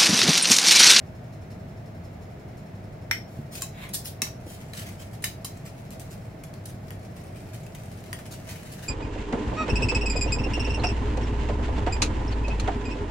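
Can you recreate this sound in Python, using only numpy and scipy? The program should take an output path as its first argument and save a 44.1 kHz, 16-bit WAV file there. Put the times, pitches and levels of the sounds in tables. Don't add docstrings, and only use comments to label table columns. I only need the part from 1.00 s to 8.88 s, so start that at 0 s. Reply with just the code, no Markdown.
import sys
import numpy as np
from scipy import signal
from scipy.fft import rfft, irfft
from scipy.io import wavfile
from scipy.ndimage import uniform_filter1d

SR = 44100
rng = np.random.default_rng(int(sys.argv[2]) if len(sys.argv) > 2 else 0)


def waveform_to_disk(signal):
    frames = np.transpose(np.atleast_2d(signal))
    scaled = np.clip(frames, -1, 1) * 32767
    samples = np.round(scaled).astype(np.int16)
    wavfile.write(sys.argv[1], SR, samples)


N = 347508
SIZE = 16384
T, HZ = np.arange(SIZE) / SR, np.fft.rfftfreq(SIZE, 1 / SR)


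# f/Hz, relative level/dB, T60/s
TONGS_MODES = [(1078, 14, 0.059), (1786, 5.5, 0.041), (2100, -1, 0.021), (2600, 1, 0.028), (3030, 3, .1),
               (3380, 5, 0.1), (3840, 5, .05), (3990, 2, 0.053), (5450, -2, 0.05), (6050, 10, 0.049),
               (6600, 8, 0.037), (7150, 3, 0.067), (7580, 5, 0.11), (8900, 9, 0.055), (9890, -4, .1),
               (11050, 9, 0.07), (12300, -3, .12), (13900, 0, .08), (15000, -6, .1)]
# t/s, relative level/dB, low band re middle/dB, chatter time/s, ring f/Hz
CLICK_EVENTS = [(2.552, -41.5, -3, .005, 6760), (2.608, -47, -10, 0.0054, 7150),
                (2.6195, -32, -5.5, .002, 7150), (2.89, -49.5, -10, 0.0034, 9500),
                (2.942, -31, -19, .0057, 8650), (3.2187, -26.5, -3, 0.0012, 5730),
                (3.268, -52.5, 9, 0.0028, 1080), (3.734, -46.5, 1.5, .002, 4070),
                (4.222, -46, -7, 0.0062, 9500), (4.2407, -27.5, -9, 0.003, 2120),
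                (4.4455, -35, -16, .0048, 1080), (4.573, -58, -11, .001, 7500),
                (4.905, -51.5, -13, 0.0016, 12000), (4.9959, -47.5, -10, .002, 8400),
                (5.436, -49, -3, 0.0023, 11300), (5.539, -54.5, -2, 0.00077, 4580),
                (5.6554, -43.5, -12, 0.0037, 9500), (6.664, -54, -7, .003, 2600),
                (6.748, -48, -5, .004, 2400), (7.038, -55, -4, .002, 3000), (7.188, -51, 3, .0034, 1400),
                (7.263, -55, -9, .002, 11000)]

def tongs_clicks(impacts, top_db=-0.8, ring_lift_db=9.5):
    out = np.zeros((2, N))
    for start, db, low_db, chatter_s, ring_hz in impacts:
        age = T / chatter_s
        force = flatten(rfft(rng.standard_normal(SIZE) * (1 - np.exp(-3 * age)) * np.exp(-age)))
        arms = modal_response(TONGS_MODES, spread_db=3)
        freedom = amp(0.27 * min(db + 35, 0))
        body = flatten(force * (1 + freedom * arms), bins=601)
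        resonance = 1 + (amp(ring_lift_db) - 1) / (1 + 1j * (HZ - ring_hz) / 280)
        click = fixed_energy(waveform(body * contact_spectrum(low_db, top_db) * resonance))
        gain = amp(db - 2.5) * band_sum(low_db, top_db)
        add(out, start, kitchen(gain * click, near_db=2.5, tail_db=-2), pan_db=0.6)
    return out


def tongs_grazes(first_s=5.75, slot_s=0.14, low_db=2, chatter_s=0.0044):
    impacts = []
    for slot in np.arange(first_s, N / SR - slot_s, slot_s):
        start = slot + rng.uniform(0, slot_s)
        db, ring_hz = rng.uniform(-61.5, -59.5), rng.uniform(2500, 9700)
        impacts.append((start, db, low_db, chatter_s, ring_hz))
    return tongs_clicks(impacts)


# start t/s, end t/s, relative level/dB, low band re middle/dB
UTENSIL_SLIDES = [(2.241, 2.52, -66, -8), (2.503, 2.609, -46, -6.5), (2.928, 2.967, -35, -14),
                  (3.038, 3.096, -41.5, -13), (3.445, 3.585, -53, -5.5), (3.72, 3.856, -46, -2),
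                  (3.842, 3.911, -50, 1.5), (3.975, 4.043, -52, -1.5), (4.123, 4.162, -55.5, -2),
                  (4.643, 4.695, -52.5, -1), (4.904, 4.948, -55.5, 2.5), (4.991, 5.03, -52.5, -7),
                  (5.094, 5.151, -53.5, -3.5), (5.676, 5.717, -54.5, -4), (7.304, 7.353, -47, -5),
                  (7.478, 7.539, -47.5, -0.5), (7.708, 7.75, -49, -5)]

def utensil_scrapes():
    out = np.zeros((2, N))
    for start, end, db, low_db in UTENSIL_SLIDES:
        top_db = -1.5 - 0.28 * low_db
        count = int(np.clip((end - start) * SR, SIZE // 64, SIZE * 2 // 3))
        pressure = signal.windows.tukey(count, 0.7) * amp(2 * slow_noise(count, span=400))
        slips = grains(count, per_s=3500, spread_db=1) * pressure
        body = flatten(1 + amp(-18) * modal_response(TONGS_MODES, spread_db=3))
        spectrum = rfft(slips, SIZE) * body * contact_spectrum(low_db, top_db)
        scrape = unit_rms(waveform(spectrum)) * np.sqrt(count / SIZE)
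        gain = amp(db - 2.5) * band_sum(low_db, top_db)
        add(out, start, kitchen(gain * scrape, near_db=10, tail_db=-1.5), pan_db=0.6)
    return out


# f/Hz, relative level/dB, T60/s
BOWL_MODES = [(930, -14, .025), (1290, -12, 0.03), (1540, -6.5, 0.025), (1840, -6, 0.033),
              (2086, -3.5, 0.06), (2110, 3, 0.068), (2280, -3, 0.06), (3020, -6.5, 0.051),
              (3720, -12, 0.016), (4280, -11.5, 0.038), (5464, -1, 0.07), (5650, -8, .02), (5900, -12, .02),
              (6160, -10.5, 0.016), (7350, -18, .04), (8340, -13, .09), (9500, -18, .06), (10750, -22, .08),
              (11700, -17, .04), (12830, -16, .07), (13450, -15, .06), (14100, -17, .07), (15500, -19, .08)]
# t/s, level/dB, left minus right/dB
BRUSH_IMPACTS = [(2.1119, -22.5, 1.5)]

def bowl():
    return struck_china(BOWL_MODES, BRUSH_IMPACTS, ring_db=0, crack_db=-0.5)


# f/Hz, relative level/dB, T60/s
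PLATE_MODES = [(1000, -3.5, 0.041), (1430, -12, 0.013), (1860, 4.5, 0.033), (2860, -4, .03),
               (3350, -5, 0.09), (4730, -3.5, 0.0084), (6140, -6, 0.012), (7340, -8, 0.041),
               (8650, -4, 0.067), (9500, -21, 0.077), (9640, -3, 0.13), (11700, -12, .03), (13460, -5, .04),
               (14300, -10, .03), (15300, -9, .03)]
# t/s, level/dB, left minus right/dB
PLATE_IMPACTS = [(3.2190, -36, -9), (4.2398, -37, 1), (5.906, -45, 1), (7.1295, -35.5, 2.5)]

def plate():
    return struck_china(PLATE_MODES, PLATE_IMPACTS, ring_db=-1, crack_db=-0.5)


def struck_china(modes, impacts, ring_db, crack_db):
    out = np.zeros((2, N))
    hz, db, t60 = np.transpose(modes)[:, :, None]
    outline = np.sqrt((amp(db) ** 2 / (1 + ((HZ - hz) / 240) ** 4)).sum(0))
    delay = np.exp(-2j * np.pi * HZ * 0.000354)
    for start, level_db, pan_db in impacts:
        force = flatten(rfft(rng.standard_normal((2, SIZE)) * T * np.exp(-T / 0.00028)), bins=101)
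        crack = waveform(force * outline * delay)
        cycles = hz * T + rng.random((2, len(hz), 1))
        tones = amp(db - 60 * T / t60) * np.sin(2 * np.pi * cycles) / np.sqrt(t60)
        strike = amp(ring_db) * fixed_energy(tones.sum(1)) + amp(crack_db) * fixed_energy(crack)
        add(out, start, kitchen(amp(level_db) * strike, near_db=-8, tail_db=-3.5), pan_db)
    return out


# t/s, relative level/dB
MEAT_ENVELOPE = [(3.4, -65.5), (3.8, -51.5), (4.2, -63), (5.1, -62), (5.45, -69), (6.3, -57.5),
                 (7.3, -58.5), (7.6, -50.5), (7.88, -50.5)]

def meat():
    spectrum = contact_spectrum(low_db=0.5, top_db=-2.5)
    squelch = rustle(MEAT_ENVELOPE, spectrum, per_s=1100, spread_db=4, lumpy_db=4.5)
    return amp([[-1.7], [-3.3]]) * squelch


# f/Hz, relative spectral level/dB
SLEEVE_SPECTRUM = [(500, -22), (1000, 2.5), (1500, -5), (2200, 3), (3000, -7.5), (3900, -6), (4800, -16),
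                   (11000, -17.5), (16000, -22)]

def sleeve(middle_s=2.82, half_s=0.099):
    swing = np.linspace(-1, 1, 9)
    arch = np.transpose([middle_s + half_s * swing, -45 - 21 * swing ** 2])  # t/s, level/dB
    return rustle(arch, amp(log_interp(SLEEVE_SPECTRUM, HZ)), per_s=9000, spread_db=5, lumpy_db=2)


# t/s, level/dB, lowest mode f/Hz, T60/s
TABLE_IMPACTS = [(2.389, -31, 142, 0.094), (3.220, -39, 234, .1), (3.463, -41, 326, 0.048)]

def table_thuds():
    out = np.zeros((2, N))
    for start, db, hz, t60 in TABLE_IMPACTS:
        phase = 2 * np.pi * hz * T
        partials = np.sin(phase) + amp(-6.5) * np.sin(1.57 * phase) + amp(-15) * np.sin(2.5 * phase)
        envelope = amp(-60 * T / t60) * (1 - np.exp(-T / 0.0019))
        add(out, start, amp(db) * fixed_energy(partials * envelope)[None], pan_db=0)
    return out


# f/Hz, relative level/dB, T60/s
GUARD_MODES = [(4150, -6, .009), (5250, 1, .014), (6680, -1.5, .011), (7150, -8, .014), (8400, -12, .004),
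               (11900, -9, .005), (13000, -14, .005)]
# t/s, relative level/dB
GUARD_JOLTS = [(.325, -58), (.501, -52), (1.042, -57), (1.215, -58), (1.569, -56)]

def fan_ticks(turns_hz=11.26, first_s=0.056, spread_db=0.5):
    times = np.arange(first_s, N / SR - 0.01, 1 / turns_hz)
    regular = np.transpose([times, rng.normal(-55.5, spread_db, len(times))])
    kicks = np.zeros(N)
    for start, db in np.vstack([regular, GUARD_JOLTS]):
        kicks[round(start * SR)] += amp(db)
    envelope = np.exp(-T / 0.021) * (1 - np.exp(-T / 0.0084))
    buzz = rng.standard_normal(N) * signal.oaconvolve(kicks, envelope)[:N]
    contact = amp(-10) * contact_spectrum(low_db=-6, top_db=-2)
    guard = waveform(modal_response(GUARD_MODES, spread_db=0) + contact)
    ticks = amp(-1.5) * signal.oaconvolve(buzz, guard / np.linalg.norm(guard))[:N]
    return kitchen(ticks, near_db=-0.5, tail_db=-4)[:, :N]


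def fan_hum(hum_hz=97.55, db=-54, waver_hz=2.8, waver_db=2):
    hz = hum_hz + waver_hz * slow_noise(N, span=6000)
    gain = amp(db + waver_db * slow_noise(N, span=6000))
    return gain * unit_rms(np.sin(2 * np.pi * np.cumsum(hz) / SR))


# f/Hz, relative spectral level/dB
AIR_SPECTRUM = [(15, -50), (25, -15.5), (70, -10.5), (110, -2.5), (170, -6.5), (270, -15.5), (550, -20.5),
                (720, -20), (1020, -29), (2150, -32), (3100, -41), (6000, -46.5), (9000, -53.5),
                (16000, -52.5)]
# f/Hz, width/Hz, lift/dB
HOUSING_RESONANCES = [(98.7, 11.2, 4), (645, 80, 7)]
# f/Hz, coherence
AIR_COHERENCE = [(60, 0.95), (110, 1), (290, 0.88), (400, 0.9), (640, 0.17), (1300, 0.062), (2400, 0.12),
                 (5000, 0.051)]

def fan_air(level_db=-39.5):
    hz = np.fft.rfftfreq(N, 1 / SR)
    left, independent = rng.standard_normal((2, len(hz))) + 1j * rng.standard_normal((2, len(hz)))
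    coherence = log_interp(AIR_COHERENCE, hz)
    right = coherence * left + np.sqrt(1 - coherence ** 2) * independent
    drones_db = sum(lift / (1 + (2 * (hz - f) / width) ** 2) for f, width, lift in HOUSING_RESONANCES)
    spectrum = np.array([left, right]) * amp(log_interp(AIR_SPECTRUM, hz) + drones_db)
    return amp(level_db) * unit_rms(irfft(spectrum, N))


# f/Hz, T60/s
KITCHEN_T60 = [(200, 0.12), (900, 0.13), (2000, 0.21), (5000, 0.27), (9000, 0.19), (15000, 0.24)]

def kitchen(sound, near_db, tail_db):
    close, far = rng.standard_normal((2, 2, SIZE))
    near = waveform(flatten(rfft(close * (T > 0.0002) * np.exp(-T / 0.00094)), bins=601))
    hz, t, bands = signal.stft(far * (1 - np.exp(-T / 0.002)), SR, nperseg=256)
    decay = amp(-60 * t / log_interp(KITCHEN_T60, hz)[:, None])
    tail = signal.istft(bands * decay, SR, nperseg=256)[1][:, :SIZE]
    early = ((T == 0) + amp(near_db) * near / np.linalg.norm(near[0])) / np.sqrt(1 + amp(near_db) ** 2)
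    response = early + amp(tail_db) * tail / np.linalg.norm(tail[0])
    return signal.fftconvolve(np.atleast_2d(sound), response, axes=1)


def rustle(curve, spectrum, per_s, spread_db, lumpy_db):
    out = np.zeros((2, N))
    level_db = np.interp(np.arange(N) / SR, *np.transpose(curve), left=-120, right=-120)
    level_db += lumpy_db * slow_noise(N, span=900)
    colour = np.interp(np.fft.rfftfreq(N, 1 / SR), HZ, spectrum)
    snaps = irfft(rfft(grains(N, per_s, spread_db)) * colour, N)
    crackle = amp(level_db) * unit_rms(snaps)
    window = signal.windows.hann(SIZE, sym=False)
    for at in range(int(curve[0][0] * SR) - SIZE // 2, N, SIZE // 2):
        piece = crackle[at:at + SIZE]
        if at / SR < curve[-1][0]:
            add(out, at / SR, kitchen(piece * window[:len(piece)], near_db=16, tail_db=1.5), pan_db=0)
    return out


def grains(count, per_s, spread_db):
    size = amp(spread_db * np.minimum(rng.exponential(1, count), 4))
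    return unit_rms(size * rng.choice([-1, 1], count) * (rng.random(count) < per_s / SR))


def modal_response(modes, spread_db):
    hz, db, t60 = np.transpose(modes)[:, :, None]
    weight = amp(db + spread_db * rng.standard_normal(hz.shape)) * rng.choice([-1, 1], hz.shape)
    return (weight / (1 + 2j * np.pi * (HZ - hz) * t60 / np.log(1000))).sum(0)


def contact_spectrum(low_db, top_db):
    points = [(200, low_db - 25), (700, low_db + 1.5), (1300, low_db + 3.5), (2300, low_db + 6),
              (3500, 0.005), (8000, 0), (10500, top_db + 0.5), (15500, top_db - 5)]
    return amp(log_interp(points, HZ))


def band_sum(low_db, top_db):
    return np.sqrt(1 + amp(low_db) ** 2 + amp(top_db) ** 2)


def flatten(spectrum, bins=301):
    return spectrum / np.sqrt(np.abs(uniform_filter1d(np.abs(spectrum) ** 2, bins)) + 1e-20)


def waveform(spectrum):
    return irfft(spectrum) * np.clip(2 - 3 * T / T[-1], 0, 1)


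def slow_noise(count, span):
    return unit_rms(uniform_filter1d(rng.standard_normal(count), span))


def log_interp(points, hz):
    f, value = np.transpose(points)
    return np.interp(np.log(hz + 1), np.log(f + 1), value)


def amp(db):
    return 10 ** (np.asarray(db) / 20)


def unit_rms(x):
    return x / np.sqrt(np.mean(np.abs(x) ** 2) + 1e-20)


def fixed_energy(x):
    return x * np.sqrt(0.02 * SR / np.sum(x ** 2))


def add(mix, start, sound, pan_db):
    part = mix[:, max(round(start * SR), 0):][:, :sound.shape[1]]
    part += unit_rms(amp([[pan_db / 2], [-pan_db / 2]])) * sound[:, :part.shape[1]]


def scene():
    dishes = bowl() + plate()
    handling = tongs_clicks(CLICK_EVENTS) + utensil_scrapes() + meat() + sleeve() + table_thuds()
    fan = fan_ticks() + fan_hum() + fan_air()
    return handling + tongs_grazes() + dishes + fan


def record(dry, cutoff_hz=15950):
    lowpass = signal.firwin(511, cutoff_hz, window=("kaiser", 9), fs=SR)
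    return signal.oaconvolve(dry, lowpass[None], "same")


dry = scene()
out = record(dry)
waveform_to_disk(out)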